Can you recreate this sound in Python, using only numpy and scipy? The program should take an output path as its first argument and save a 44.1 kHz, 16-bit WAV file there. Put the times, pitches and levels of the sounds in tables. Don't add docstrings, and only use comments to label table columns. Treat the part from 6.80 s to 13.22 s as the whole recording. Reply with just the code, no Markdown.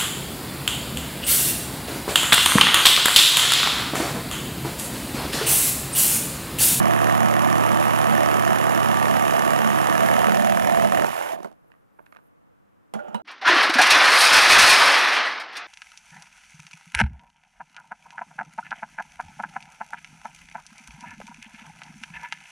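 import sys
import numpy as np
from scipy import signal
from scipy.fft import rfft, irfft, next_fast_len
from scipy.io import wavfile
from scipy.ndimage import uniform_filter1d

SR = 44100
rng = np.random.default_rng(int(sys.argv[2]) if len(sys.argv) > 2 else 0)


def gain_from_db(level_db):
    decades = np.asarray(level_db, float) / 20
    return 10 ** decades


def materialize(psi):
    bounded = np.clip(np.atleast_2d(psi).T, -1, 1)
    quanta = np.round(bounded * 32767).astype(np.int16)
    wavfile.write(sys.argv[1], SR, quanta)


N = 283122
T = np.arange(N) / SR
BENCH_HZ = 210.4
THIN_S, NEAR_GONE_S, THROUGH_S = 3.136, 3.49, 4.26
BRAKE_S, SETTLE_S, STOP_S = 4.545, 4.665, 4.76
CUTTING, RUNNING = T < THROUGH_S, T < BRAKE_S
FREE_S = np.maximum(T - THROUGH_S, 0)
THIN = np.clip((T - THIN_S) / 0.24, 0, 1)
FREE_FADE = gain_from_db(-150 * FREE_S)

# time in seconds, level in dB.
PRESSURE = [(0, -26), (.6, -25), (1.3, -25), (1.6, -25), (2.3, -25), (2.95, -25), (3.3, -24), (3.8, -27),
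            (4.05, -24.5), (4.105, -31.5), (4.15, -25.5), (4.27, -28.5), (4.34, -30), (4.41, -30.5),
            (4.54, -31.5), (4.575, -43.5), (4.66, -49.5), (4.74, -64)]


def saw():
    turns = crank()
    chatter = gain_from_db(-.5 * wander(240) * THIN * CUTTING)
    pressure = level(PRESSURE) * chatter
    load = pressure / gain_from_db(PRESSURE[0][1])
    bites = teeth(turns)
    out = tearing(bites, pressure) + stroke_ends(turns) + rebounds(turns, load)
    out += housing(turns) + bench(turns, bites) + motor(turns, load)
    return out + loose_housing() + brake(bites)


# stage start in seconds, strokes per second.
STROKE_RATE = [(0, 37.21), (.7, 36.8), (2., 35.6), (3.1, 37.15), (3.3, 38.4), (3.5, 39.5), (3.6, 39.97),
               (4.2, 43.), (4.3, 41.), (4.45, 37), (4.5, 33), (4.55, 21.), (4.75, 0)]
# time in seconds, lag in turns.
CRANK_LAG = [(0, .085), (.3, .062), (.88, .088), (1.07, .075), (1.24, .005), (1.42, .03), (1.8, .022),
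             (2.0, -.005), (2.4, -.017), (2.6, .028), (2.78, .005), (2.98, .035), (3.18, 0), (3.37, .015),
             (3.55, -.01), (4.1, -.005), (4.25, .02)]


def crank():
    stage_s, rate = np.transpose(STROKE_RATE)
    stepped = rate[np.searchsorted(stage_s, T, "right") - 1]
    smooth = uniform_filter1d(stepped, size=4000, mode="nearest")
    return -.98 + np.cumsum(smooth) / SR - np.interp(T, *np.transpose(CRANK_LAG))


def teeth(turns):
    swing = np.where(CUTTING, .35, .5)
    pull = np.exp(swing * np.cos(4 * np.pi * (turns - .15)) + 0.12 * np.cos(2 * np.pi * (turns - .75)))
    strength = gain_from_db(.7 * np.minimum(rng.exponential(1, N), 3))
    fresh = (rng.random(N) < 12000 / SR) * rng.standard_normal(N) * strength
    edge = rng.standard_normal((40, 1200)) * (rng.random((40, 1200)) < .3)
    depth = 7 * T
    place = (turns % 1 * 1200).astype(int)
    row = depth.astype(int) % 39
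    blend = np.pi / 2 * (depth % 1)
    returning = np.cos(blend) * edge[row, place] + np.sin(blend) * edge[row + 1, place]
    return pull * (evened(fresh) + 0.68 * evened(returning))


# frequency in Hz, level in dB.
BEAM = [(71, -38.5), (120, -5.5), (216, 3), (452, -6.5), (680, 2), (1250, -10), (1470, -11), (1760, -14.5),
        (2920, -32), (4120, -30), (6000, -38), (7800, -52), (13200, -120)]
# frequency in Hz, width in Hz, lift in dB.
BEAM_PEAKS = [(359, 110, 3.5), (520, 97, 3), (711, 177, 6), (905, 130, 2.5), (1118, 384, 11), (1288, 30, 7),
              (1784, 355, 10.5), (2890, 150, 4.5), (3570, 110, 2.5)]
# time in seconds, gain in dB.
BRIDGE = [(0, -0.5), (1.5, -4), (3, -5.5), (3.7, -11.5), (4.1, -5), (4.3, -1.5), (4.8, -23)]
# time in seconds, gain in dB.
BELLY = [(0, 2), (1.5, -0.5), (2.5, 0), (3.3, -0.5), (3.6, 5), (4.2, 5), (4.3, -0.5), (4.8, 4.5)]


def tearing(bites, pressure):
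    beam = evened(colour(bites, BEAM, BEAM_PEAKS))
    upper = zero_phase(beam, [930, 1500], "band")
    belly = zero_phase(beam, [520, 780], "band")
    lower = zero_phase(beam, 500, "low") * np.clip(FREE_S / .07, 0, .9)
    shaped = beam + (level(BRIDGE) - 1) * upper + (level(BELLY) - 1) * belly - lower
    return gain_from_db(-2.5) * pressure * shaped


# frequency in Hz, level in dB.
FAR_END = [(200, -21), (500, -10.5), (900, -4), (1250, 0), (1800, 0), (3000, -1), (4200, -7), (5600, -0.5),
           (7000, -1.5), (8500, -9), (11000, -0.5), (15500, -17)]
# frequency in Hz, level in dB.
NEAR_END = [(200, -21), (500, -12.5), (850, -14), (1150, -3.5), (2000, -15), (3200, -13.5), (5000, -24.5),
            (15000, -49)]


def stroke_ends(turns):
    far_late_db = (1.5 - 3.5 * (T - THIN_S - .3)) * THIN
    far_db = 13.5 + np.where(CUTTING, -46 + far_late_db, -59)
    jam = 1 - 0.45 * (abs(T - 4.1) < .012)
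    far = gain_from_db(far_db) * jam * stroke_end(turns, -0.03954, 0.0011, 0.89, 1.0, FAR_END)
    near_db = 3.0 + np.where(CUTTING, -36 - 0.22 * T - 17 * (T > NEAR_GONE_S), -61.5)
    near = gain_from_db(near_db) * stroke_end(turns, .46, 0.013, 0.46, 1.0, NEAR_END)
    return RUNNING * (far - near)


# frequency in Hz, level in dB.
REBOUND = [(200, -17), (420, -12.5), (700, -2), (1100, -13), (1800, -12.5), (2800, -19), (5000, -36.5),
           (15000, -43.5)]


def rebounds(turns, load):
    push = gain_from_db(-39 + 1.5 * T) * stroke_end(turns, .07, 0.0075, 0.93, 1.6, REBOUND)
    pull = gain_from_db(-41) * stroke_end(turns, .58, 0.0075, 0.93, 1.6, REBOUND)
    contact = np.where(CUTTING, gain_from_db(-5 * (T > NEAR_GONE_S)), gain_from_db(-23))
    return load * RUNNING * contact * (push + pull)


def stroke_end(turns, at_turn, burst_s, spread_db, rough, points):
    late, loose = rng.standard_normal((2, 400))
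    stroke = np.floor(turns - at_turn).astype(int) + 1
    delay = .04 + .005 * np.clip(late, -2, 2)[stroke]
    since = np.maximum((turns - at_turn) % 1 - delay, 0) / 37
    blow = np.diff(since > 0, prepend=True) & (since > 0) & (since < .001)
    blunt = signal.sosfilt(signal.butter(2, 2500, fs=SR, output="sos"), 1. * np.roll(blow, 22))
    rattle = np.exp(-since / burst_s) * (1 - np.exp(-since / .001)) * rng.standard_normal(N)
    impacts = evened(blunt) + rough * evened(rattle)
    strength = gain_from_db(spread_db * np.clip(loose, -2, 1.5))[stroke]
    return evened(colour(strength * impacts, points, BEAM_PEAKS))


# multiple of stroke rate, level in dB, phase in rad.
SHAKE = [(1, -46, 16), (2, -17, -1), (3, 1, 0.63), (4, -2, -1), (5, -15, -2.5), (7, -5, -0.15),
         (8, -9.5, 5), (9, -3.5, -1.5), (15, -27, 2)]


def housing(turns):
    out = np.zeros(N)
    for k, db, rad in SHAKE:
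        gain = gain_from_db(db + 0.97 * wander(7.6) - 6.7 * THIN * (k > 6))
        out += gain * np.cos(2 * np.pi * k * turns + rad + 0.08 * k * wander(16))
    fade = gain_from_db(3.5 - 38 - 2.2 * T - 15 * np.maximum(T - 3.6, 0)) * FREE_FADE
    return fade * RUNNING * evened(out)


# time in seconds, lift in dB.
SURGES = [(.0, 14.5), (.34, 2), (.48, 4), (.57, 5), (.92, 5.5), (1.32, 7.5), (1.75, 2), (1.95, 2.5),
          (2.12, 2.5), (2.35, 5.5), (2.45, -2), (2.66, -7.5), (2.86, 4), (3.03, -14), (3.24, 2),
          (3.51, 7.5), (3.62, 5), (3.74, 4.5), (3.92, 1), (4.08, 5), (4.18, -3), (4.28, -0.5)]


def bench(turns, bites):
    push = sum(np.cos(2 * np.pi * k * turns - 2.2 + 0.68 * wander(24.0)) for k in (5, 6))
    driven = evened(resonate(resonate(push, BENCH_HZ, 24), BENCH_HZ, 40))
    bitten = evened(resonate(resonate(bites, BENCH_HZ, 9), BENCH_HZ, 30))
    hum = gain_from_db(-0.8 - 38.5 + bumps(SURGES, 0.052) - 200 * FREE_S)
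    return hum * evened(driven + .5 * bitten)


# frequency in Hz, level in dB.
HISS = [(880, -20.5), (1500, 3.5), (1770, -4.5), (1930, 1.5), (2110, 0), (2950, -0.5), (3400, -7),
        (3680, -8.5), (4000, -12), (4240, -14), (6710, -11.5), (8830, -14), (10700, -7), (14500, -16),
        (15600, -14)]


def motor(turns, load):
    throb = 1 + 0.036 * np.cos(2 * np.pi * (turns - .12)) + 0.013 * np.cos(4 * np.pi * (turns - .2))
    hiss = colour(rng.standard_normal(N) * gain_from_db(1.54 * wander(400)), HISS) * throb
    whine = gain_from_db(-21) * evened(resonate(rng.standard_normal(N), 6950, 30))
    running_db = [(THROUGH_S, -40), (BRAKE_S, -40 - 7.5), (BRAKE_S + 0.021, -65), (SETTLE_S, -65),
                  (STOP_S, -97)]
    return gain_from_db(4.5) * level(running_db) * np.where(CUTTING, load, 1) * (hiss + whine)


def loose_housing():
    rumble = evened(resonate(resonate(rng.standard_normal(N), 110, 55), 110, 55))
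    return gain_from_db(-48) * THIN * FREE_FADE * rumble


def brake(bites):
    rub = evened(resonate(resonate(bites, 2000, 2200), 2000, 2200))
    return gain_from_db(-54.5) * bumps([(4.57, 1)], 0.1) * (T > BRAKE_S) * rub


# time in seconds, peak in dB, body frequency in Hz, tick in dB.
SNAGS = [
    (3.444, -12, 1300, -18),
    (3.497, -22, 1500, -18),
    (3.509, -17, 1300, -24),
    (3.773, -14, 1000, -18),
    (3.873, -26, 900, -8),
    (4.122, -13, 1100, -18),
    (4.246, -17, 900, -25),
    (4.266, -27, 800, -6),
    (4.303, -32, 2600, -40),
    (4.489, -31, 2300, -40),
]
# time in seconds, peak in dB, body in Hz, tick in dB.
SLAPS = [(4.344, -29.5, 930, -20), (4.365, -29, 945, -21), (4.38, -30, 940, -23), (4.391, -26.5, 950, -19),
         (4.401, -27, 950, -22), (4.412, -22, 955, -23), (4.424, -26, 950, -25), (4.436, -32, 950, -24),
         (4.446, -28.5, 950, -18), (4.46, -27, 950, -20), (4.472, -27.5, 950, -17), (4.487, -33, 950, -22),
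         (4.502, -29, 950, -18), (4.516, -34, 940, -20)]
# time in seconds, peak in dB, body in Hz, tick in dB.
TUMBLE = [(4.533, -26.5, 700, -19), (4.541, -41.5, 716, -21.5), (4.563, -32, 750, -27),
          (4.589, -36, 640, -15), (4.605, -32.5, 674, -21), (4.621, -52, 955, -12),
          (4.632, -34.5, 810, -11), (4.647, -26.5, 910, -16.5), (4.652, -33, 776, -22),
          (4.659, -32, 664, -19), (4.674, -39, 700, -19), (4.716, -46, 646, -12), (4.728, -56, 834, -7)]
# time in seconds, peak in dB, body in Hz, tick in dB.
CHIPS = [(4.845, -58, 700, -20), (4.903, -55, 900, -20), (4.919, -42.5, 1750, -25), (4.94, -52, 1200, -26),
         (4.951, -57, 1200, -26), (5.19, -45, 925, -33), (5.194, -38.5, 1010, -46), (5.204, -49, 714, -40),
         (5.263, -51, 2370, -13), (5.266, -43.5, 1640, -23), (5.325, -40, 1470, -21),
         (5.328, -42, 1215, -29.5), (5.343, -52, 1400, -24), (5.35, -47, 1500, -17),
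         (5.363, -40, 1200, -26), (5.369, -37.5, 1620, -23), (5.378, -66, 904, -30),
         (5.389, -48, 1000, -30)]
# time in seconds, peak in dB, body in Hz, tick in dB.
CLANKS = [
    (6.139, -37, 715, -0.5),
    (6.154, -30, 738, -30),
    (6.167, -34.5, 665, -30),
    (6.2, -50, 1400, -32),
    (6.284, -40, 824, -29),
    (6.33, -43, 620, -21),
    (6.346, -31.5, 940, -11.5),
    (6.35, -31.5, 950, -29),
]


def knocks(out):
    groups = ((SNAGS, -40, 0.021, .8), (TUMBLE, -19, 0.029, 1.6), (CHIPS, -33, 0.025, 1),
              (CLANKS, -5.5, .06, 2.9), (SLAPS, -50, .03, 1.5))
    for rows, thud_db, t60_s, rough in groups:
        for s, db, hz, tick_db in rows:
            add(out, s - .001, gain_from_db(db) * knock(hz, thud_db, tick_db, t60_s, rough))


# factor on body frequency, relative width, level in dB.
BODY = [(.62, .3, -3), (1., .3, 0), (1.5, .4, -5), (2.1, .6, -16)]


def knock(hz, thud_db, tick_db, t60_s, rough):
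    t = np.arange(SR // 4) / SR
    scrape = bright_noise(len(t)) * gain_from_db(-60 * t / max(t60_s, .008)) * (1 - np.exp(-t / .0006))
    click = np.diff(np.arange(len(t) + 1) == 12) * rng.choice([-.7, .7])
    blow = rough * scrape / np.linalg.norm(scrape) + click
    body = np.zeros(len(t))
    for k, w, db in BODY:
        body += gain_from_db(db) * evened(resonate(resonate(blow, hz * k, hz * w), hz * k, 2 * hz * w))
    band = signal.butter(2, [.45 * hz, 2.6 * hz], "band", fs=SR, output="sos")
    body = signal.sosfilt(band, body - .5 * np.roll(body, 8))
    tick = evened(resonate(resonate(bright_noise(len(t)), 2500, 6000), 8000, 12000))
    tick *= np.exp(-t / 0.0014) + 0.06 * np.exp(-t / 0.023)
    thud = np.sin(2 * np.pi * BENCH_HZ * t) * (1 - np.exp(-t / 0.0076)) * gain_from_db(-60 * t / 0.098)
    return body / abs(body).max() + gain_from_db(tick_db + 1.0) * tick + gain_from_db(thud_db + 10.0) * thud


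# time in seconds, level in dB.
SLIDE = [(6.14, -27.5), (6.158, -27), (6.174, -30), (6.29, -34), (6.338, -36), (6.348, -26.5), (6.42, -41)]
# frequency in Hz, level in dB.
VICE = [(180, -47), (300, -14), (814, -3.5), (1080, -20), (1370, -13.5), (2040, -29.5), (3020, -25),
        (4250, -46), (15000, -51)]
# frequency in Hz, width in Hz, lift in dB.
HANDLE_PEAKS = [(603, 60, 6), (810, 59, 0.5), (1400, 49, 9), (2920, 200, 0), (3700, 150, -1.5),
                (5700, 150, 4), (7000, 100, 8), (10400, 150, 10), (13540, 120, 9)]
# time in seconds, level passed to the bench legs in dB.
STEEL_AT = [
    (6.138, -56),
    (6.191, -80),
    (6.282, -75),
    (6.346, -45),
]
# frequency in Hz, level in dB, t60 in seconds.
STEEL = [
    [(592, -52, .1), (738, -29, 0.12), (1394, -49, .14), (2746, -49, 0.09), (2030, -49, .066),
     (3321, -50.5, 0.12), (4430, -56, 0.065), (5930, -54, .08), (6970, -51, .1), (8550, -52, .06),
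     (10260, -52, 0.087), (13600, -65, .12)],
    [(1430, -40, .09), (1530, -46, .06)],
    [(1330, -46.5, 0.15), (2960, -63, .1), (5700, -68, .1), (6900, -68, .12), (8230, -70, .04),
     (13500, -77, .1)],
    [(544, -43, 0.14), (953, -31.5, 0.1), (1375, -52, .1), (1815, -42, 0.034), (2600, -48, 0.1),
     (2910, -35.5, 0.065), (3930, -48.5, 0.12), (6100, -62, .09), (8130, -50, 0.056), (10450, -54, .07),
     (13800, -64, .07)],
]


def handle():
    slips = rng.standard_normal(N) * (rng.random(N) < 9000 / SR) * gain_from_db(0.97 * wander(60))
    sliding = T > SLIDE[0][0]
    out = gain_from_db(-12.5) * level(SLIDE) * sliding * evened(colour(slips, VICE, HANDLE_PEAKS))
    t = np.arange(SR // 4) / SR
    for (at_s, legs_db), modes in zip(STEEL_AT, STEEL):
        for hz, db, t60_s in modes:
            ring = np.sin(2 * np.pi * (hz * t + rng.random()))
            rattle = 0.73 * evened(resonate(bright_noise(len(t)), hz, 45))
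            add(out, at_s, gain_from_db(db - 60 * t / min(t60_s, .14)) * (ring + rattle))
        legs = gain_from_db(legs_db - 60 * t / 0.124) * (1 - np.exp(-t / 0.011)) * np.sin(2 * np.pi * 95 * t)
        add(out, at_s, legs)
    return out


# time in seconds, half length in seconds, level in dB.
RUSTLE = [
    (4.68, 0.035, -85),
    (4.881, 0.16, -82),
    (5.194, 0.062, -80.5),
    (5.317, 0.073, -76),
    (5.46, .05, -78),
]


def rustle():
    hiss = resonate(resonate(rng.standard_normal(N), 11500, 3500), 11500, 3500)
    moves = sum(bumps([(s, gain_from_db(db))], half_s) for s, half_s, db in RUSTLE)
    return moves * evened(hiss * gain_from_db(2.2 * wander(80)))


# frequency in Hz, t60 in seconds.
ROOM = [(200, .25), (1000, .2), (4000, .15), (12000, .1)]


def room(near):
    count = int(.5 * SR) // 20
    taps = np.zeros(count * 20)
    taps[np.arange(0, len(taps), 20) + rng.integers(0, 20, count)] = rng.choice([-1., 1.], count)
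    hz, t, z = signal.stft(taps, SR, nperseg=128)
    tail = signal.istft(z * gain_from_db(-60 * t / read(ROOM, hz)[:, None]), SR, nperseg=128)[1]
    tail /= np.linalg.norm(tail)
    return gain_from_db(-13.5) * signal.oaconvolve(near, np.r_[np.zeros(150), tail])[:N]


# frequency in Hz, level in dB.
LEFT_DB = [(60, -4.0), (130, -4.0), (290, -4.5), (640, -5.0), (1410, -6.5), (3100, -8.0), (6820, -11.5),
           (15000, -13.5)]
# frequency in Hz, lead in rad.
LEFT_LEAD = [(60, 3.14), (400, 3.0), (1030, 2.35), (3190, 1.7), (7750, 1.4), (15000, 1.5)]
# frequency in Hz, share common to both.
ALIKE = [(300, .9995), (1000, .98), (2400, .88), (5000, .74), (15000, .68)]


def ports(x):
    size = next_fast_len(N + SR)
    hz = np.fft.rfftfreq(size, 1 / SR)
    alike = np.clip(read(ALIKE, hz), 0, 1)
    left = gain_from_db(read(LEFT_DB, hz) - 1.7 * np.tanh(hz / 5000))
    common = alike * left * np.exp(1j * read(LEFT_LEAD, hz))
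    apart = np.sqrt(1 - alike ** 2) * left
    scale = 2 / np.sqrt(abs(1 + common) ** 2 + apart ** 2)
    direct = scale * rfft(x, size)
    aside = irfft(apart * direct, size)[:N]
    z = signal.stft(aside, nperseg=128)[2]
    scattered = signal.istft(z * np.exp(2j * np.pi * rng.random(z.shape)), nperseg=128)[1][:N]
    scattered = rfft(scattered * np.std(aside) / np.std(scattered), size)
    return irfft([common * direct + scattered, direct], size)[:, :N]


# frequency in Hz, level in dB.
FLOOR_MID = [(15, -42), (25, -17), (49, -18.5), (86, -8.5), (165, -9), (199, -2.5), (227, -9), (524, -11),
             (724, -12.5), (1270, -10.5), (1420, -13), (4400, -34), (15600, -36)]
# frequency in Hz, level in dB.
FLOOR_SIDE = [(15, -37), (25, -4), (80, -18), (119, -3.5), (165, -8), (199, -7.5), (331, -7.5),
              (369, -22.5), (470, -7.5), (616, -14.5), (1310, -19), (4160, -46.5), (15600, -54)]


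def floor():
    mid = gain_from_db(-67 + 0.4 * wander(6)) * colour(rng.standard_normal(N), FLOOR_MID)
    side = gain_from_db(-56 + 1.1 * wander(3.3)) * colour(rng.standard_normal(N), FLOOR_SIDE)
    return np.array([mid + side, mid - side])


def evened(x):
    return x / np.sqrt(np.mean(x ** 2) + 1e-20)


def read(points, hz):
    f, value = np.transpose(points)
    return np.interp(np.log(hz + 1), np.log(f + 1), value)


def level(rows):
    s, db = np.transpose(rows)
    return gain_from_db(np.interp(T, s, db, right=-120))


def bumps(rows, width_s):
    return sum(height * np.exp(-((T - s) / width_s) ** 2) for s, height in rows)


def wander(per_s):
    size = max(int(SR / per_s), 2)
    return evened(uniform_filter1d(uniform_filter1d(rng.standard_normal(N), size), size))


def bright_noise(count):
    return np.diff(rng.standard_normal(count + 1))


def add(mix, s, sound):
    part = mix[round(s * SR):][:len(sound)]
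    part += sound[:len(part)]


def colour(x, points, peaks=()):
    hz = abs(np.fft.fftfreq(8192, 1 / SR))
    db = read(points, hz)
    for f, w, lift_db in peaks:
        db = db + lift_db / (1 + ((hz - f) / (w / 2)) ** 2)
    log_gain = np.log(gain_from_db(np.maximum(db, -100)))
    taps = np.fft.ifft(np.exp(np.conj(signal.hilbert(log_gain)))).real[:4096]
    return signal.oaconvolve(x, taps / np.linalg.norm(taps))[:len(x)]


def resonate(x, hz, width_hz):
    r = np.exp(-np.pi * width_hz / SR)
    return signal.lfilter([1 - r], [1, -2 * r * np.cos(2 * np.pi * hz / SR), r * r], x)


def zero_phase(x, hz, kind):
    return signal.sosfiltfilt(signal.butter(2, hz, kind, fs=SR, output="sos"), x)


def scene():
    near = saw() + handle() + rustle()
    knocks(near)
    return ports(near + room(near)) + floor()


def low_pass(x):
    return signal.sosfilt(signal.butter(12, 15730, fs=SR, output="sos"), x)


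def record(dry):
    overloaded = 0.82 * np.tanh(dry / 1.058)
    edge = signal.firwin(301, 15600, fs=SR)[None]
    return low_pass(signal.oaconvolve(overloaded, edge, "same"))


dry = scene()
out = record(dry)
materialize(out)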